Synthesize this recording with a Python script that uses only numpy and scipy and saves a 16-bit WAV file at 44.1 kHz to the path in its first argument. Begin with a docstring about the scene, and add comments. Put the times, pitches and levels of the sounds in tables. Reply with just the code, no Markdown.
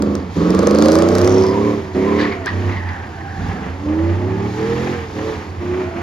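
"""A V8 pickup spins circles on a wet street crossing, revving hard, close by and then farther off.
Uneven firing rings the exhaust pipe into a boom and a howl; the gas chuffs, rasps and crackles.
The tyres scrub, squeal as they stick and slip, and throw water against the bodywork.
Another engine idles near the two microphones. An overpass and the walls throw the truck's sound back."""
import sys
import numpy as np
from scipy import signal
from scipy.fft import rfft, irfft
from scipy.io import wavfile

SR = 44100
rng = np.random.default_rng(int(sys.argv[2]) if len(sys.argv) > 2 else 0)


def master_out(mix):
    """Clip the mix to full scale and print it as 16-bit PCM to the path in sys.argv[1]."""
    frames = np.transpose(np.atleast_2d(mix))
    ceiling = np.clip(frames, -1, 1)
    pcm = np.round(ceiling * 32767).astype(np.int16)
    wavfile.write(sys.argv[1], SR, pcm)


N = 265482
TIME = np.arange(N) / SR
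BINS = np.fft.rfftfreq(N, 1 / SR)
CYLINDERS = 8
THROB_LAG = .09  # cycles after the hardest cylinder fires

# Pushes on the throttle. Each row: start and end in seconds, four-stroke cycles a second at the start
# and at the end, attack in dB a second, then a level in dB for each of LAYERS.
PUSHES = [(0, .137, 26.1, 25.6, 440, -23, -15, -20, -23, -47, -44.5, -29),
          (.372, 1.41, 20.5, 34.5, 900, -21.5, -15, -16, -14.5, -38.5, -36, -22),
          (1.48, 1.7, 34.3, 37.4, 200, -22.5, -19, -17, -19.5, -41.5, -36.5, -26),
          (1.954, 2.22, 33, 37.6, 1400, -33, -20, -16, -20.5, -42, -34, -27),
          (2.53, 2.7, 31.2, 32.6, 400, -20, -29, -24, -32, -44.5, -35, -37),
          (2.85, 2.928, 29.6, 30, 400, -21, -46, -37, -43, -49, -36.5, -48),
          (3.395, 3.49, 18.5, 19.5, 400, -18, -36, -20.5, -33, -44.5, -38, -38),
          (3.57, 3.649, 22.3, 23.5, 400, -26, -22, -29, -30, -48, -37.5, -40),
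          (3.88, 4.149, 27.3, 31.5, 140, -18, -19.5, -26, -28.5, -47.5, -38.5, -36),
          (4.21, 4.462, 32.3, 36.6, 200, -21, -26, -23, -27.5, -48, -38.5, -41),
          (4.588, 4.9, 39.6, 45, 200, -23.5, -22.5, -22, -27, -40, -32.5, -44),
          (5.16, 5.3, 37.8, 40.2, 450, -33, -26.5, -24, -23.5, -41.5, -35, -35),
          (5.618, 5.82, 31.6, 33.7, 700, -37.5, -22, -25.5, -31, -46.5, -37, -42),
          (5.959, 6.02, 30.4, 31.8, 300, -38, -25.5, -29, -32.5, -47.5, -36, -42)]
LAYERS = ("boom", "howl", "body", "blare", "hiss", "scrub", "buzz")
# The tailpipe's bright snap and its midrange roar. Each row: frequency in Hz, level in dB.
SNAP_SPECTRUM = [(300, -38), (1500, -6), (3300, -7.5), (4600, 2.5), (6500, .6), (8500, -9), (11500, -10),
                 (13500, -28), (16000, -24)]
ROAR_SPECTRUM = [(250, -23.5), (450, 8.5), (560, 5.5), (720, -8), (1150, -2.5), (1600, -15.5), (3000, -65)]


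def amp(db):
    """Decibels to gain."""
    return 10 ** (np.asarray(db) / 20)


def unit(x):
    """Scales to rms 1."""
    return x / np.sqrt(np.mean(x ** 2) + 1e-20)


def curves(rows):
    """The columns of a timed table, at every sample."""
    seconds, *columns = np.transpose(rows)
    return [np.interp(TIME, seconds, column) for column in columns]


def value_at(points, hz):
    """Reads a table along straight lines over log frequency."""
    points_hz, values = np.transpose(points)
    return np.interp(np.log(hz + 1), np.log(points_hz + 1), values)


def colour(x, spectrum):
    """Filters by a spectrum that falls away above its last point; rms 1."""
    skirt = np.minimum(1, spectrum[-1][0] / (BINS + 1)) ** 2
    return unit(irfft(rfft(x) * amp(value_at(spectrum, BINS)) * skirt, N))


def drift(rate_hz):
    """A smooth random wander of rms 1, about as fast as rate_hz."""
    knots = signal.resample_poly(rng.standard_normal(2048), 8, 1)
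    return unit(np.interp(TIME * rate_hz * 16 + 128, np.arange(len(knots)), knots))


def unsteady_tone(hz, jitter, jitter_hz):
    """A sine of rms 1 whose pitch wanders by the share `jitter`."""
    return unit(np.sin(2 * np.pi * np.cumsum(hz * (1 + jitter * drift(jitter_hz))) / SR))


def noise_pair(spectrum):
    """Coloured noise at the two microphones, alike in the bass and less so above."""
    # Each row: frequency in Hz, left-right likeness (capped at 1).
    likeness = [(100, 2), (550, 0.55), (1500, 0.58), (5000, 0.68)]
    same = np.clip(value_at(likeness, BINS), -1, 1)
    a, b = rfft(rng.standard_normal((2, N)))
    mid, side = a * np.sqrt(1 + same), b * np.sqrt(1 - same)
    return colour(irfft(np.array([mid + side, mid - side]), N), spectrum)


def distance():
    """How far the truck is from the microphones, at every sample."""
    # Each row: time in seconds, distance from 0 (close by) to 1 (across the crossing).
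    path = [(0, .4), (.5, .05), (2.25, .05), (3.3, .9)]
    return curves(path)[0]


def engine_speed(bend=.25):
    """Cycles a second: climbs fastest early in each push, then runs down evenly until the next."""
    progress, rows = np.linspace(0, 1, 16), []
    climb = progress + bend * progress * (1 - progress)
    for start, end, low, high, *_ in PUSHES:
        rows += zip(start + (end - start) * progress, low + (high - low) * climb)
    return curves(rows)[0]


def crank(speed, wobble=.0021, zero_s=.672):
    """The running count of engine cycles, whole when the hardest cylinder fires."""
    cycles = np.cumsum(speed * (1 + wobble * drift(20))) / SR
    return cycles - np.interp(zero_s, TIME, cycles)


def throttle(layer, release_db_s, floor_db, swell_db=0, softness=1):
    """A layer's gain over the pushes: attack (slowed by softness), swelling hold, release to a floor."""
    t = TIME[::64]
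    db = np.full(len(t), floor_db, float)
    for start, end, _, _, attack_db_s, *levels in PUSHES:
        progress = np.clip((t - start) / (end - start), 0, 1)
        hold = levels[LAYERS.index(layer)] + swell_db * (progress - .5)
        before, after = np.maximum(start - t, 0), np.maximum(t - end, 0)
        db = np.maximum(db, hold - attack_db_s / softness * before - release_db_s * after)
    return np.interp(TIME, t, amp(db))


def engine_load(speed, pull_speed=28.8, lug_speed=24.45, lug_width=3.3):
    """The gain of the blare, favoured near pull_speed, and the depth of throb as the engine lugs."""
    pull = throttle("blare", release_db_s=80, floor_db=-44) * amp(-.91 * abs(speed - pull_speed))
    lug = pull / pull.max() * np.exp(-((speed - lug_speed) / lug_width) ** 2)
    return pull, lug


def surges(cycles, cycle_depth, firing_depth):
    """Gas flow surges once a cycle and at each firing; rms 1."""
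    angle = 2 * np.pi * cycles
    return unit(np.exp(cycle_depth * np.cos(angle) + firing_depth * np.cos(CYLINDERS * angle)))


def partial(cycles, order, shake, scatter=1, rough_near=.05, rough_far=.16):
    """One engine order, shaken by uneven combustion and, more from far off, by echoes."""
    angle = 2 * np.pi * (order * cycles + scatter * rng.random())
    rough = shake * (rough_near + (rough_far - rough_near) * distance())
    wave = (1 + rough * drift(16)) * np.cos(angle) + rough * drift(16) * np.sin(angle)
    return wave * np.sqrt(2 / (1 + 2 * rough ** 2))


def pipe_orders(speed, cycles, orders, shake, scatter):
    """Orders sweep through the pipe resonances; with little phase scatter they bark once a cycle."""
    # The exhaust pipe's response. Each row: frequency in Hz, gain in dB.
    pipe = [(55, -27), (97, 5), (130, -13), (168, 4), (205, 6), (245, -1), (320, 4), (470, 0), (570, 1.5),
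            (680, -6.5), (1150, -20), (1600, -5.5)]
    total, power = 0, 0
    for order, db in orders:
        total += amp(db + value_at(pipe, order * speed)) * partial(cycles, order, shake, scatter)
        power += amp(db) ** 2
    return total / np.sqrt(power)


def exhaust_boom_and_howl(speed, cycles):
    """The uneven firing of each bank sounds a boom at order 3 and a howl at order 11."""
    # The pipe resonances that each sweeps through. Each row: frequency in Hz, gain in dB.
    boom_pipe = [(60, -17), (85, -5.5), (100, -1.5), (135, -6)]
    howl_pipe = [(230, -15.5), (270, -13), (300, -0.5), (320, 0.5), (345, -3.5), (370, 1), (410, -4),
                 (465, 2), (495, -14)]
    boom = throttle("boom", release_db_s=120, floor_db=-42, swell_db=3) * partial(cycles, 3, shake=.5)
    howl = throttle("howl", release_db_s=85, floor_db=-52) * partial(cycles, 11, shake=.7)
    return boom * amp(value_at(boom_pipe, 3 * speed)) + howl * amp(.26 + value_at(howl_pipe, 11 * speed))


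def exhaust_body(speed, cycles, gain_db=-4.6):
    """The low orders around the firing rate; their balance shifts with distance."""
    # Each row: order of the cycle, level in dB close by, level in dB far off.
    body_orders = [(4, -5, -3), (5, -4, 1.2), (6, 1.5, -.3), (7, -6, -.4), (8, 8, 3), (9, -1.5, -1.5),
                   (10, -3.5, -5), (12, -.4, -6)]
    orders = [(order, near + (far - near) * distance()) for order, near, far in body_orders]
    body = pipe_orders(speed, cycles, orders, shake=1.3, scatter=1)
    return throttle("body", release_db_s=100, floor_db=-42) * amp(gain_db) * body


def exhaust_buzz(speed, cycles, gain_db=-.7):
    """Three neighbouring orders beat together into a hard buzz."""
    # Each row: order of the cycle, level in dB.
    buzz_orders = [(13, -5), (14, .8), (15, -7)]
    buzz = pipe_orders(speed, cycles - THROB_LAG, buzz_orders, shake=1, scatter=.4)
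    return throttle("buzz", release_db_s=120, floor_db=-48) * amp(gain_db) * buzz


def exhaust_blare(speed, cycles, gain_db=-3):
    """The upper orders blare; under load the hardest cylinder stands out as a once-a-cycle throb."""
    # Each row: order of the cycle, level in dB; the orders between are filled in.
    blare_orders = [(16, -3), (17, -4.4), (18, -2.5), (19, 6), (20, -3), (22, 1.5), (23, -6), (29, -9)]
    orders = [(order, value_at(blare_orders, order)) for order in range(16, 30)]
    blare = pipe_orders(speed, cycles - THROB_LAG, orders, shake=2, scatter=.55)
    pull, lug = engine_load(speed)
    return pull * amp(gain_db) * blare * surges(cycles - THROB_LAG, cycle_depth=lug, firing_depth=0)


def exhaust_gas(speed, cycles, chuff_db=-17.5, far_boost_db=4, roar_db=-8, hiss_db=-1):
    """Turbulent puffs leave the tailpipe: a low chuff that stands out from far off, a roar and a hiss."""
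    # Each row: frequency in Hz, level in dB.
    chuff_spectrum = [(50, -28), (110, -12), (190, -1), (450, -1), (600, -14), (1000, -30)]
    hiss_spectrum = [(800, -34), (2000, -11), (3300, 4.5), (4800, 1.5), (7000, -2), (8400, -19.5),
                     (12000, -10), (13200, -40), (16000, -35)]
    pull, lug = engine_load(speed)
    chuff = throttle("body", release_db_s=22, floor_db=-29) * noise_pair(chuff_spectrum)
    chuff *= surges(cycles, cycle_depth=.4, firing_depth=.3)
    roar = pull * noise_pair(ROAR_SPECTRUM)
    roar *= surges(cycles - THROB_LAG, cycle_depth=.8 * lug, firing_depth=.62)
    hiss = noise_pair(hiss_spectrum) * surges(cycles, cycle_depth=.072, firing_depth=.11)
    hiss *= throttle("hiss", release_db_s=45, floor_db=-50.5, swell_db=1.8, softness=7)
    return amp(chuff_db + far_boost_db * distance()) * chuff + amp(roar_db) * roar + amp(hiss_db) * hiss


def exhaust_rasp(speed, cycles, gain_db=-13, harmonics=128):
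    """The same ragged pressure wave returns every cycle and rings the tailpipe: a pitched rasp."""
    # Each row: frequency in Hz, gain in dB.
    tailpipe = [(550, -25), (800, -7), (980, -5), (1130, 3), (1330, -5), (1700, -16), (2400, -19),
                (3200, -30)]
    pull, lug = engine_load(speed)
    wave = irfft(np.exp(2j * np.pi * rng.random(harmonics + 1)), 1024)
    pressure = np.interp(cycles, np.arange(len(wave)) / len(wave), wave, period=1)
    pressure *= surges(cycles, cycle_depth=1.2 * lug, firing_depth=.6)
    return pull * amp(gain_db) * colour(pressure, tailpipe)


def tyre_scrub(gain_db=2.5, judder_db=2):
    """Wet rubber grinds over asphalt, gripping and slipping, harder as each push spins the wheels up."""
    # Each row: frequency in Hz, level in dB.
    scrub_spectrum = [(400, -35), (700, 3.5), (950, 2), (1200, 1), (1450, -3), (1850, -0.5), (2300, -4.5),
                      (3200, -13), (5000, -51.5)]
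    wheelspin = throttle("scrub", release_db_s=45, floor_db=-42.5, swell_db=3.1, softness=2.5)
    return wheelspin * amp(gain_db + judder_db * drift(45)) * noise_pair(scrub_spectrum)


def idling_engine(hum_hz=88, hum_db=-33, lope_db=3, rumble_db=-33):
    """An engine lopes at idle near the microphones, over the rumble of traffic."""
    # Each row: frequency in Hz, level in dB.
    rumble_spectrum = [(20, -46), (40, -17), (62, -6), (88, -1), (125, -6.5), (200, -11), (350, -10.5),
                       (520, -23.5), (900, -14.5), (2000, -48), (6000, -119)]
    hum = unsteady_tone(hum_hz, jitter=.0297, jitter_hz=10)
    return amp(hum_db + lope_db * drift(9)) * hum + amp(rumble_db) * noise_pair(rumble_spectrum)


def exhaust_cracks(snap_db=-2, snap_s=.0015, bark_s=.0055):
    """The tailpipe pops and cracks, and once thrown water smacks the bodywork: each a dry snap with a short
    bark under it."""
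    # Lone pops, one smack of thrown water on the bodywork (at 2.46 s), and a run of hard cracks close by. Each
    # row: start in seconds, level in dB.
    pops = [(0.0227, -18), (0.153, -20), (2.46, -17)]
    cracks = [(0.5053, -21), (0.5487, -19), (0.5911, -16), (0.6314, -25), (0.6714, -12), (0.7103, -20),
              (0.7492, -20), (0.7866, -15), (0.8235, -11), (0.8589, -16), (0.8844, -14), (0.9193, -14),
              (0.9542, -12), (0.9882, -18), (1.0221, -14), (1.0879, -18), (1.1523, -14), (1.1837, -15),
              (1.2151, -16), (1.2456, -16), (1.276, -16)]
    out, t = np.zeros((2, N)), np.arange(1024) / SR
    snap, bark = noise_pair(SNAP_SPECTRUM), noise_pair(ROAR_SPECTRUM)
    for start, db in [*pops, *cracks]:
        span = slice(round(start * SR), round(start * SR) + len(t))
        out[:, span] += amp(db + snap_db) * np.exp(-t / snap_s) * snap[:, span]
        out[:, span] += amp(db) * np.exp(-t / bark_s) * bark[:, span]
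    return out


def exhaust_crackle(cycles, crackle_gain_db=-1.2, shrill_gain_db=-2.5, half_width_hz=480, spread_db=3):
    """Under full load each firing spits at a chance strength: a wide crackle and a shrill, gliding hiss."""
    # Each row: time in seconds, level in dB.
    crackle_levels = [(.4, -62), (.76, -46), (.84, -37), (.95, -37), (1.05, -47), (1.2, -41), (1.5, -60)]
    # Each row: time in seconds, centre in Hz, level in dB.
    shrill_glide = [(.4, 4600, -54), (.85, 4560, -31.5), (1.05, 5090, -45), (1.28, 6000, -36),
                    (1.5, 4990, -35.5), (1.62, 4730, -58)]
    hz, db = curves(shrill_glide)
    band = signal.sosfilt(signal.butter(2, half_width_hz, fs=SR, output="sos"), rng.standard_normal(N))
    shrill = amp(db + shrill_gain_db) * unit(band * np.cos(2 * np.pi * np.cumsum(hz) / SR))
    firings = (cycles - np.floor(cycles[0])) * CYLINDERS
    strengths = amp(spread_db * np.clip(rng.standard_normal(4096), -2, 2))
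    spits = unit(strengths[firings.astype(int)] * np.exp(-(firings % 1) / .4))
    crackle = amp(curves(crackle_levels)[0] + crackle_gain_db) * noise_pair(SNAP_SPECTRUM)
    return spits * (shrill + crackle)


def tyre_squeals(note_gain_db=-1, upper_gain_db=-1.2, flutter_db=2.2, upper_ratio=2.1, waver=.022):
    """Sliding tread sticks and slips: an unsteady note with a ragged band just over an octave above."""
    # Each row: start and end in seconds, pitch in Hz at the start and at the end, level in dB of the
    # note and of the upper band, the note's pitch jitter as a share.
    squeals = [(1.3, 1.782, 900, 1060, -27, -43, .055), (1.939, 2.36, 942, 1100, -29, -35, .05),
               (2.28, 2.496, 731, 636, -34, -50, .008), (2.619, 3.119, 949, 772, -37, -35, .045),
               (3.05, 3.75, 773, 790, -34.5, -38, .05), (3.8, 4.999, 870.7, 810.7, -38, -44, .04),
               (5.772, 6.119, 603, 735, -33.5, -44, .018)]
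    out = np.zeros((2, N))
    for start, end, from_hz, to_hz, note_db, upper_db, jitter in squeals:
        progress = np.clip((TIME - start) / (end - start), 0, 1)
        hz = from_hz + (to_hz - from_hz) * progress
        arch = abs(np.sin(np.pi * progress)) ** .62
        note = unsteady_tone(hz, jitter, jitter_hz=90.6)
        upper = unsteady_tone(upper_ratio * hz * (1 + waver * drift(9)), jitter=.075, jitter_hz=170)
        out += arch * amp(note_db + note_gain_db + flutter_db * drift(30)) * note
        out += arch * amp(upper_db + upper_gain_db + flutter_db * drift(45)) * upper
    return out


def tyre_chirps(tone_db=-1, spray_db=-5):
    """The tyres bite on the wet road: short chirps, each with a burst of spray."""
    # Each row: peak time in seconds, pitch in Hz, level in dB, length in seconds.
    chirps = [(2.204, 1803, -24, .035), (2.248, 1880, -21.5, .043), (2.323, 2090, -25, .03),
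              (2.48, 1830, -17, .03), (2.721, 1917, -25, .021), (2.778, 2040, -28, .03),
              (2.89, 1900, -31, .03)]
    # Each row: frequency in Hz, level in dB.
    spray_spectrum = [(600, -10.5), (1000, 14), (2000, 2), (5000, -4), (9000, -67)]
    out, spray = np.zeros((2, N)), noise_pair(spray_spectrum)
    for peak_s, hz, db, length in chirps:
        bite = np.exp(-abs(2 * (TIME - peak_s) / length))
        tone = unsteady_tone(hz, jitter=.06, jitter_hz=148.8)
        out += bite * amp(db + 3 * drift(120)) * (amp(tone_db) * tone + amp(spray_db) * spray)
    return out


def splash(peak_s=2.21, rise_s=.025, decay_s=.05, level_db=-30):
    """A sheet of thrown water hits the bodywork and scatters."""
    # Each row: frequency in Hz, level in dB.
    splash_spectrum = [(800, -14), (1900, 0), (4400, -2), (7000, -19), (13000, -45)]
    envelope = np.exp(-np.maximum((peak_s - TIME) / rise_s, (TIME - peak_s) / decay_s))
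    return envelope * amp(level_db + 2 * drift(120)) * noise_pair(splash_spectrum)


def street_echoes(x, wet_db=-14, alike_below_hz=700):
    """Scattered echoes off the overpass and walls, different at each microphone above the bass."""
    # Each row: frequency in Hz, seconds to die away by 60 dB.
    decay_times = [(500, 0.3), (2000, 0.34), (8000, 0.096)]
    taps = rng.standard_normal((2, SR)) * (rng.random((2, SR)) < .05)
    taps[:, :501] = 0  # the first echo takes about 11 ms
    hz, t, frames = signal.stft(taps, SR, nperseg=256)
    decay = amp(-60 * t / value_at(decay_times, hz)[:, None])
    tail = signal.istft(frames * decay, SR, nperseg=256)[1]
    a, b = rfft(signal.fftconvolve(x, tail / np.linalg.norm(tail[0]), axes=1)[:, :N])
    same = 1 / (1 + (BINS / alike_below_hz) ** 2)
    mid, side = a * np.sqrt((1 + same) / 2), b * np.sqrt((1 - same) / 2)
    return amp(wet_db) * irfft(np.array([mid + side, mid - side]), N)


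def scene():
    """The truck on the crossing, its echoes and the engine idling nearby."""
    speed = engine_speed()
    cycles = crank(speed)
    note = exhaust_boom_and_howl(speed, cycles) + exhaust_body(speed, cycles)
    note += exhaust_buzz(speed, cycles) + exhaust_blare(speed, cycles)
    exhaust = note + exhaust_gas(speed, cycles) + exhaust_rasp(speed, cycles)
    exhaust += exhaust_crackle(cycles) + exhaust_cracks()
    truck = exhaust + tyre_scrub() + tyre_squeals() + tyre_chirps() + splash()
    return truck + street_echoes(truck) + idling_engine()


def record(dry, ceiling=.97, top_hz=15900):
    """Two microphones differ in level and phase; the highest peaks are rounded and the top treble cut."""
    # Each row: frequency in Hz, left minus right in dB.
    balance = [(60, -3), (250, -2.5), (1100, -3.5), (2200, 0), (5000, 0), (9000, -0.5)]
    # Each row: frequency in Hz, radians by which the left microphone leads.
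    phase_lead = [(200, 0.18), (400, .35), (1000, 1.2), (2000, 0.96), (4000, 0.3), (8000, 1.95)]
    sides = np.array([[.5], [-.5]])
    response = amp(sides * value_at(balance, BINS)) * np.exp(1j * sides * value_at(phase_lead, BINS))
    pair = irfft(rfft(dry) * response, N)
    rounded = pair / (1 + (pair / ceiling) ** 8) ** (1 / 8)
    lowpass = signal.firwin(511, top_hz, window=("kaiser", 9), fs=SR)
    return signal.oaconvolve(rounded, lowpass[None], "same")


dry = scene()
out = record(dry)
master_out(out)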